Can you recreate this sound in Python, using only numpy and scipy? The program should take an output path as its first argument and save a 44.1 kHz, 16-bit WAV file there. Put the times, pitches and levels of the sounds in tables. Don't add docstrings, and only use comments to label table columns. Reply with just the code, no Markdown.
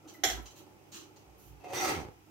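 import sys
import numpy as np
from scipy import signal
from scipy.fft import rfft, irfft, next_fast_len
from scipy.io import wavfile

SR = 44100
rng = np.random.default_rng(int(sys.argv[2]) if len(sys.argv) > 2 else 0)


def wav_record(signal):
    frames = np.transpose(np.atleast_2d(signal))
    bounded = np.clip(frames, -1, 1)
    quanta = np.round(bounded * 32767).astype(np.int16)
    wavfile.write(sys.argv[1], SR, quanta)


N = 101429


def undb(db):
    return 10 ** (np.asarray(db) / 20)


def unit(x):
    return x / np.sqrt(np.mean(x ** 2) + 1e-18)


def clock():
    return np.arange(N) / SR


def convolve(x, response):
    size = next_fast_len(2 * N)
    return irfft(rfft(x, size) * rfft(response, size), size)[..., :N]


def at_points(freqs, points):
    hz, db = np.array(points, float).T
    return np.interp(np.log(freqs), np.log(hz), db)


def tone(points):
    size = 8192
    freqs = np.maximum(np.fft.rfftfreq(size, 1 / SR), 1)
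    cepstrum = irfft(np.log(undb(at_points(freqs, points))))
    cepstrum[1:size // 2] *= 2
    cepstrum[size // 2 + 1:] = 0
    response = irfft(np.exp(rfft(cepstrum)))
    return response / np.linalg.norm(response)


def ring(modes):
    t = clock()[:SR // 2]
    response = 0
    for hz, db, t60 in modes:
        decay = undb(db - 60 * t / t60) / np.sqrt(t60)
        response = response + decay * np.sin(2 * np.pi * hz * t)
    return response / np.linalg.norm(response)


def band(x, edge_hz, kind):
    sections = signal.butter(N=3, Wn=edge_hz, btype=kind, fs=SR, output="sos")
    return signal.sosfilt(sections, x)


def clicks(per_s, spread_db):
    hit = rng.random(N) < per_s / SR
    sign = rng.choice([-1, 1], N)
    size = undb(spread_db * np.minimum(rng.exponential(size=N), np.pi))
    return unit(hit * sign * size)


def waver(per_s):
    steps = np.arange(N) * per_s / SR
    return unit(np.interp(steps, np.arange(N), rng.standard_normal(N)))


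def swells(rows):
    total = 0
    for start, length, db in rows:
        progress = np.clip((clock() - start) / length, 0, 1)
        total = total + undb(db) * np.sqrt(np.abs(np.sin(np.pi * progress)))
    return total


JITTER_SHARE, JITTER_PER_S, FLUTTER_DB = 0.032, 800, 3


def strand(hz):
    jittered_hz = hz * (1 + JITTER_SHARE * waver(JITTER_PER_S))
    phase = 2 * np.pi * np.cumsum(jittered_hz) / SR
    return unit(np.sin(phase) * undb(FLUTTER_DB * waver(per_s=150)))


# f/Hz, side minus mid level/dB
WIDTH = [(60, -5), (250, -2.5), (600, -3.5), (1300, 2), (3000, 1.5), (15000, 2)]


def diffuse():
    mid, side = rng.standard_normal((2, N))
    side_db = at_points(np.fft.rfftfreq(N, 1 / SR) + 1, WIDTH)
    side = irfft(rfft(side) * undb(side_db), N)
    return unit(np.array([mid + side, mid - side]))


ROOM_T60_S, ROOM_TREBLE_T60_S = 0.33, 0.25
ROOM_SPLIT_HZ, ROOM_BUILD_S = 3030, 0.0013


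def kitchen(x, wet_db):
    t, noise = clock(), diffuse()
    low = band(noise, ROOM_SPLIT_HZ, "low") * np.exp(-np.log(1000) * t / ROOM_T60_S)
    high = band(noise, ROOM_SPLIT_HZ, "high") * np.exp(-np.log(1000) * t / ROOM_TREBLE_T60_S)
    tail = (low + high) * (1 - np.exp(-t / ROOM_BUILD_S))
    tail /= np.sqrt(np.sum(tail ** 2) / 2)
    wet = undb(wet_db) * convolve(x, tail)
    return (x + wet) / np.hypot(1, undb(wet_db))


# f/Hz, relative level/dB
FLOOR_COLOUR = [(20, -77), (40, -20), (62, 0.5), (102, -10), (126, 1), (160, -8), (200, 0), (225, -17),
                (310, 3), (400, -4.5), (500, -12.5), (650, -17.5), (850, -4.5), (1000, -15), (1300, -16),
                (1700, -22), (2550, -16.5), (4300, -30.5), (4900, -24), (9500, -31.5), (12500, -38),
                (15500, -36.5)]
# f/Hz, level/dB
HUM = [(99.5, -69.5), (149, -74.5)]
FLOOR_DB = -61.5


def background():
    hum = 0
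    for hz, db in HUM:
        turns = hz * clock() + rng.random()
        hum = hum + undb(db) * np.sqrt(2) * np.sin(2 * np.pi * turns)
    return undb(FLOOR_DB) * unit(convolve(diffuse(), tone(FLOOR_COLOUR))) + hum


# t/s, length/s, level/dB
THUDS = [(0.237, 0.045, -45.5), (0.28, 0.12, -43.5), (1.255, 0.1, -56.5), (1.42, 0.097, -52),
         (1.485, 0.06, -50), (1.73, 0.13, -64)]
# f/Hz, relative level/dB, t60/s
THUD_MODES = [(57.7, 10, 0.93), (108.4, -1.5, 0.15), (132, -4, 0.1)]
# t/s, length/s, level/dB
RUBS = [(0.0, 0.24, -56.5), (0.362, 0.04, -45.5), (0.48, 0.25, -63), (0.92, 0.27, -62), (2.26, 0.11, -57.5)]
# f/Hz, relative level/dB
RUB_COLOUR = [(50, -80), (150, -50), (230, -0.5), (305, 10), (400, -1), (560, -9), (780, -0.5), (1100, -22),
              (1330, -5), (1800, -40), (6000, -39)]
THUD_LOW_HZ = 46.6


def hands():
    thuds = unit(convolve(rng.standard_normal(N), ring(THUD_MODES))) * swells(THUDS)
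    friction = clicks(per_s=900, spread_db=4.0) * swells(RUBS)
    rubs = convolve(friction, tone(RUB_COLOUR))
    return kitchen(band(thuds, THUD_LOW_HZ, "high"), wet_db=2.0) + kitchen(rubs, wet_db=-2.0)


# t/s, length/s, first f/Hz, last f/Hz, level/dB
SQUEAKS = [(0.141, 0.031, 2070, 1960, -61), (0.372, 0.027, 957, 1014, -56), (0.355, 0.039, 1300, 1310, -53),
           (1.599, 0.19, 2635, 2468, -57), (1.636, 0.075, 722, 710, -45), (1.692, 0.075, 547.4, 543.7, -44),
           (1.703, 0.034, 818, 693, -42), (1.738, 0.057, 2010, 2000, -46.5),
           (1.743, 0.093, 5900, 5950, -44.5), (1.762, 0.045, 3600, 3550, -43), (1.797, 0.08, 820, 719, -38),
           (1.814, 0.0426, 4600, 4680, -44.5), (1.83, 0.065, 1290, 1330, -37), (1.89, 0.044, 740, 792, -41),
           (1.945, 0.049, 2190, 2078, -49)]
SQUEAK_WET_DB = -0.5


def squeaks():
    out = 0
    for start, length, first_hz, last_hz, db in SQUEAKS:
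        pitch_hz = np.interp(clock(), [start, start + length], [first_hz, last_hz])
        out = out + strand(pitch_hz) * swells([(start, length, db)])
    return kitchen(out, SQUEAK_WET_DB)


# t/s, slip rate f/Hz, level/dB
JUDDER = [(1.80, 150.4, -64), (1.835, 146.8, -43.5), (1.89, 125.3, -48), (1.945, 99, -43.5),
          (2.02, 64.4, -42.5), (2.07, 55.37, -51.5), (2.13, 49.6, -62)]
# f/Hz, relative level/dB
JUDDER_COLOUR = [(30, -33), (60, 3), (145, 3), (215, -4.5), (340, 1), (600, -10), (1250, -16.5),
                 (15000, -50)]
JUDDER_JITTER_SHARE, JUDDER_SCATTER_DB, JUDDER_WET_DB = 0.0292, 4, -6
CHATTER_PER_S = 60


def judder():
    times, rate_hz, db = np.array(JUDDER).T
    jittered_hz = np.interp(clock(), times, rate_hz) * (1 + JUDDER_JITTER_SHARE * waver(CHATTER_PER_S))
    turns = np.cumsum(jittered_hz) / SR
    slips = np.diff(np.floor(turns), prepend=0)
    hops = unit(slips * undb(JUDDER_SCATTER_DB * waver(CHATTER_PER_S)))
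    force = undb(np.interp(clock(), times, db, left=-np.inf, right=-np.inf))
    return kitchen(convolve(hops * force, tone(JUDDER_COLOUR)), JUDDER_WET_DB)


# t/s, groan level/dB, rasp level/dB, grit level/dB
SCRAPE = [(1.58, -62.5, -74.5, -81), (1.672, -49, -57.5, -65.5), (1.717, -45, -51.5, -57.5),
          (1.753, -41.5, -38, -42), (1.827, -33, -29, -30), (1.911, -33, -35, -41),
          (1.955, -40, -40.5, -50), (2.02, -48.5, -57, -57), (2.07, -49.5, -90, -83),
          (2.13, -100, -100, -100)]
# f/Hz, relative level/dB
SCRAPE_COLOUR = [(40, -31.5), (100, -6.5), (143, -5), (218, -15.5), (300, -3.5), (400, 1), (640, -8.5),
                 (770, -0.5), (920, -9.5), (1280, -8), (1550, -13), (2050, -8), (2800, -13.5),
                 (3900, -18.5), (4600, -16.5), (5200, -20.5), (6100, -15.5), (7000, -22.5), (9000, -25),
                 (10000, -30), (12500, -26), (15500, -31.5)]
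# f/Hz, relative level/dB, t60/s
SCRAPE_MODES = [(312.5, 0, .4), (363, 2, .4), (396, -1, .3), (457.5, -4, .3), (548, -5, .3),
                (624.5, -5, .3), (730, 0, .35), (785, -3, .35), (851.5, -3, .35), (1332, -2, .2),
                (2082, -2, .14), (2525, -8, .15), (5907, -4, .09)]
GROAN_TOP_HZ, RASP_TOP_HZ = 1000, 4270
SLIPS_PER_S, SLIP_SPREAD_DB, CHATTER_DB = 1100, 3, 4
SCRAPE_RING_DB, SCRAPE_WET_DB = -3.5, 3.5


def scrape():
    slips = clicks(SLIPS_PER_S, SLIP_SPREAD_DB) * undb(CHATTER_DB * waver(CHATTER_PER_S))
    rough = convolve(slips, tone(SCRAPE_COLOUR))
    rings = undb(SCRAPE_RING_DB) * convolve(diffuse(), ring(SCRAPE_MODES))
    times, *levels = np.array(SCRAPE).T
    edges = [(GROAN_TOP_HZ, "low"), ([GROAN_TOP_HZ, RASP_TOP_HZ], "band"), (RASP_TOP_HZ, "high")]
    grind, steel = 0, 0
    for edge, db in zip(edges, levels):
        gain = undb(np.interp(clock(), times, db)) / np.std(band(rough + rings, *edge))
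        grind = grind + gain * band(rough, *edge)
        steel = steel + gain * band(rings, *edge)
    return kitchen(grind, SCRAPE_WET_DB) + steel


CONTACT_S = 0.0016
SQUELCH_START_HZ, SQUELCH_END_HZ, SQUELCH_SAG_S = 449, 256.6, 0.0247
SQUELCH_T60_S, SQUELCH_DB = 0.18, -37


def squelch():
    age = np.maximum(clock() - KNOCK[0][0], 0)
    hz = SQUELCH_END_HZ + (SQUELCH_START_HZ - SQUELCH_END_HZ) * np.exp(-age / SQUELCH_SAG_S)
    swell = (1 - np.exp(-age / CONTACT_S)) * np.exp(-np.log(1000) * age / SQUELCH_T60_S)
    return kitchen(undb(SQUELCH_DB) * swell * strand(hz), wet_db=-16)


# t/s, relative level/dB
KNOCK = [(0.2358, -1.5), (0.2381, 2), (0.241, 5), (0.2507, -3), (0.286, -10.5), (0.3, -6)]
# f/Hz, relative level/dB
KNOCK_COLOUR = [(35, -26), (100, -7.5), (240, -37), (420, -5.5), (570, -14), (740, 7), (980, -20),
                (1400, -12.5), (1700, -6), (2280, -6), (2520, -17.5), (2850, -11), (3350, -1), (3750, -9.5),
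                (4200, -10), (4680, -21), (5400, -6), (7200, -8.5), (8000, -20.5), (10500, -27.5),
                (11600, -14), (12800, -16), (14200, -29), (15500, -28)]
# f/Hz, relative level/dB, t60/s
KNOCK_MODES = [(307, -8, .5), (382, -4, .2), (745, 3, .11), (1655, -6, .1), (1886, -5, .22), (2081, 1, .12),
               (2176, -6, .1), (3080, -6, .1), (3320, -7, .1), (3519, -5, .1), (5485, -8, .15),
               (5920, -7, .17), (6270, -5, .2), (7277, -3, .25)]
KNOCK_DB, KNOCK_RING_DB, KNOCK_WET_DB = 8, -7.5, 3
KNOCK_LOW_HZ, KNOCK_SPREAD_HZ = 320, 1460


def knock():
    t, push = clock(), 0
    for start, db in KNOCK:
        push = push + undb(db) * (t >= start) * np.exp(-np.abs(t - start) / CONTACT_S)
    push = push / np.linalg.norm(push)
    crack = convolve(rng.standard_normal(N) * push, tone(KNOCK_COLOUR))
    spread = convolve(diffuse() * push, tone(KNOCK_COLOUR))
    body = band(crack, KNOCK_SPREAD_HZ, "low") + band(spread, KNOCK_SPREAD_HZ, "high")
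    blow = np.zeros(N)
    blow[int(KNOCK[0][0] * SR)] = 1
    rings = undb(KNOCK_RING_DB) * band(convolve(blow, ring(KNOCK_MODES)), KNOCK_LOW_HZ, "high")
    return undb(KNOCK_DB) * (kitchen(body, KNOCK_WET_DB) + kitchen(rings, wet_db=-5))


# t/s, hold/s, crackle level/dB, fizz level/dB
SQUEEZES = [(0.074, 0.023, -50.5, -65.5), (0.136, 0.0067, -54.5, -56), (0.269, 0.042, -38.5, -49),
            (0.421, .006, -64, -56.5), (0.456, 0.0084, -46, -68), (0.501, 0.01, -55, -66),
            (0.556, 0.037, -55.5, -61), (0.916, 0.029, -48.5, -59), (0.942, 0.032, -45.5, -60),
            (0.987, 0.028, -55.5, -75), (1.029, 0.007, -55.5, -84), (1.161, 0.0072, -55.5, -72),
            (1.369, 0.12, -69.5, -64.5)]
# f/Hz, relative level/dB
CRACKLE_COLOUR = [(50, -8), (200, -3.5), (380, 11), (600, -45), (980, 1), (1150, -7), (1380, -3),
                  (2100, -11.5), (3050, 2), (3500, -6.5), (4100, 0.5), (5000, -6.5), (6400, 2), (8000, -8),
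                  (10500, -20.5), (15500, -19)]
# f/Hz, relative level/dB
FIZZ_COLOUR = [(1000, -30), (5000, -19), (10000, -8), (12500, 0), (15500, -5)]
SQUEEZE_ATTACK_SHARE, SQUEEZE_RELEASE_S, SQUEEZE_WET_DB = 0.13, 0.0029, 8.5
CRACKLES_PER_S, CRACKLE_SPREAD_DB = 1500, 1.5
IDLE_CRACKLE_DB, IDLE_FIZZ_DB = -77.5, -74.5


def carrot():
    t, crackle, fizz = clock(), undb(IDLE_CRACKLE_DB), undb(IDLE_FIZZ_DB)
    for start, hold, crackle_db, fizz_db in SQUEEZES:
        attack = np.clip((t - start) / (SQUEEZE_ATTACK_SHARE * hold), 0, 1)
        release = np.exp(-np.maximum(t - start - hold, 0) / SQUEEZE_RELEASE_S)
        grip = attack * release
        crackle = crackle + undb(crackle_db) * grip
        fizz = fizz + undb(fizz_db) * grip
    shreds = convolve(crackle * clicks(CRACKLES_PER_S, CRACKLE_SPREAD_DB), tone(CRACKLE_COLOUR))
    juice = convolve(fizz * rng.standard_normal(N), tone(FIZZ_COLOUR))
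    return kitchen(shreds + juice, SQUEEZE_WET_DB)


# f/Hz, left minus right level/dB
LEAN = [(60, -3.5), (150, -5.5), (380, -3.5), (1200, 2), (2400, -1), (5000, -3.5), (15000, -4.5)]


def scene():
    lean_db = at_points(np.fft.rfftfreq(N, 1 / SR) + 1, LEAN)
    mix = knock() + squelch() + scrape() + judder() + squeaks() + carrot() + hands() + background()
    return irfft(rfft(mix) * undb(np.array([lean_db, -lean_db]) / 2), N)


TOP_HZ = 15750


def record(dry):
    return signal.sosfilt(signal.ellip(10, .2, 80, TOP_HZ, fs=SR, output="sos"), dry)


dry = scene()
out = record(dry)
wav_record(out)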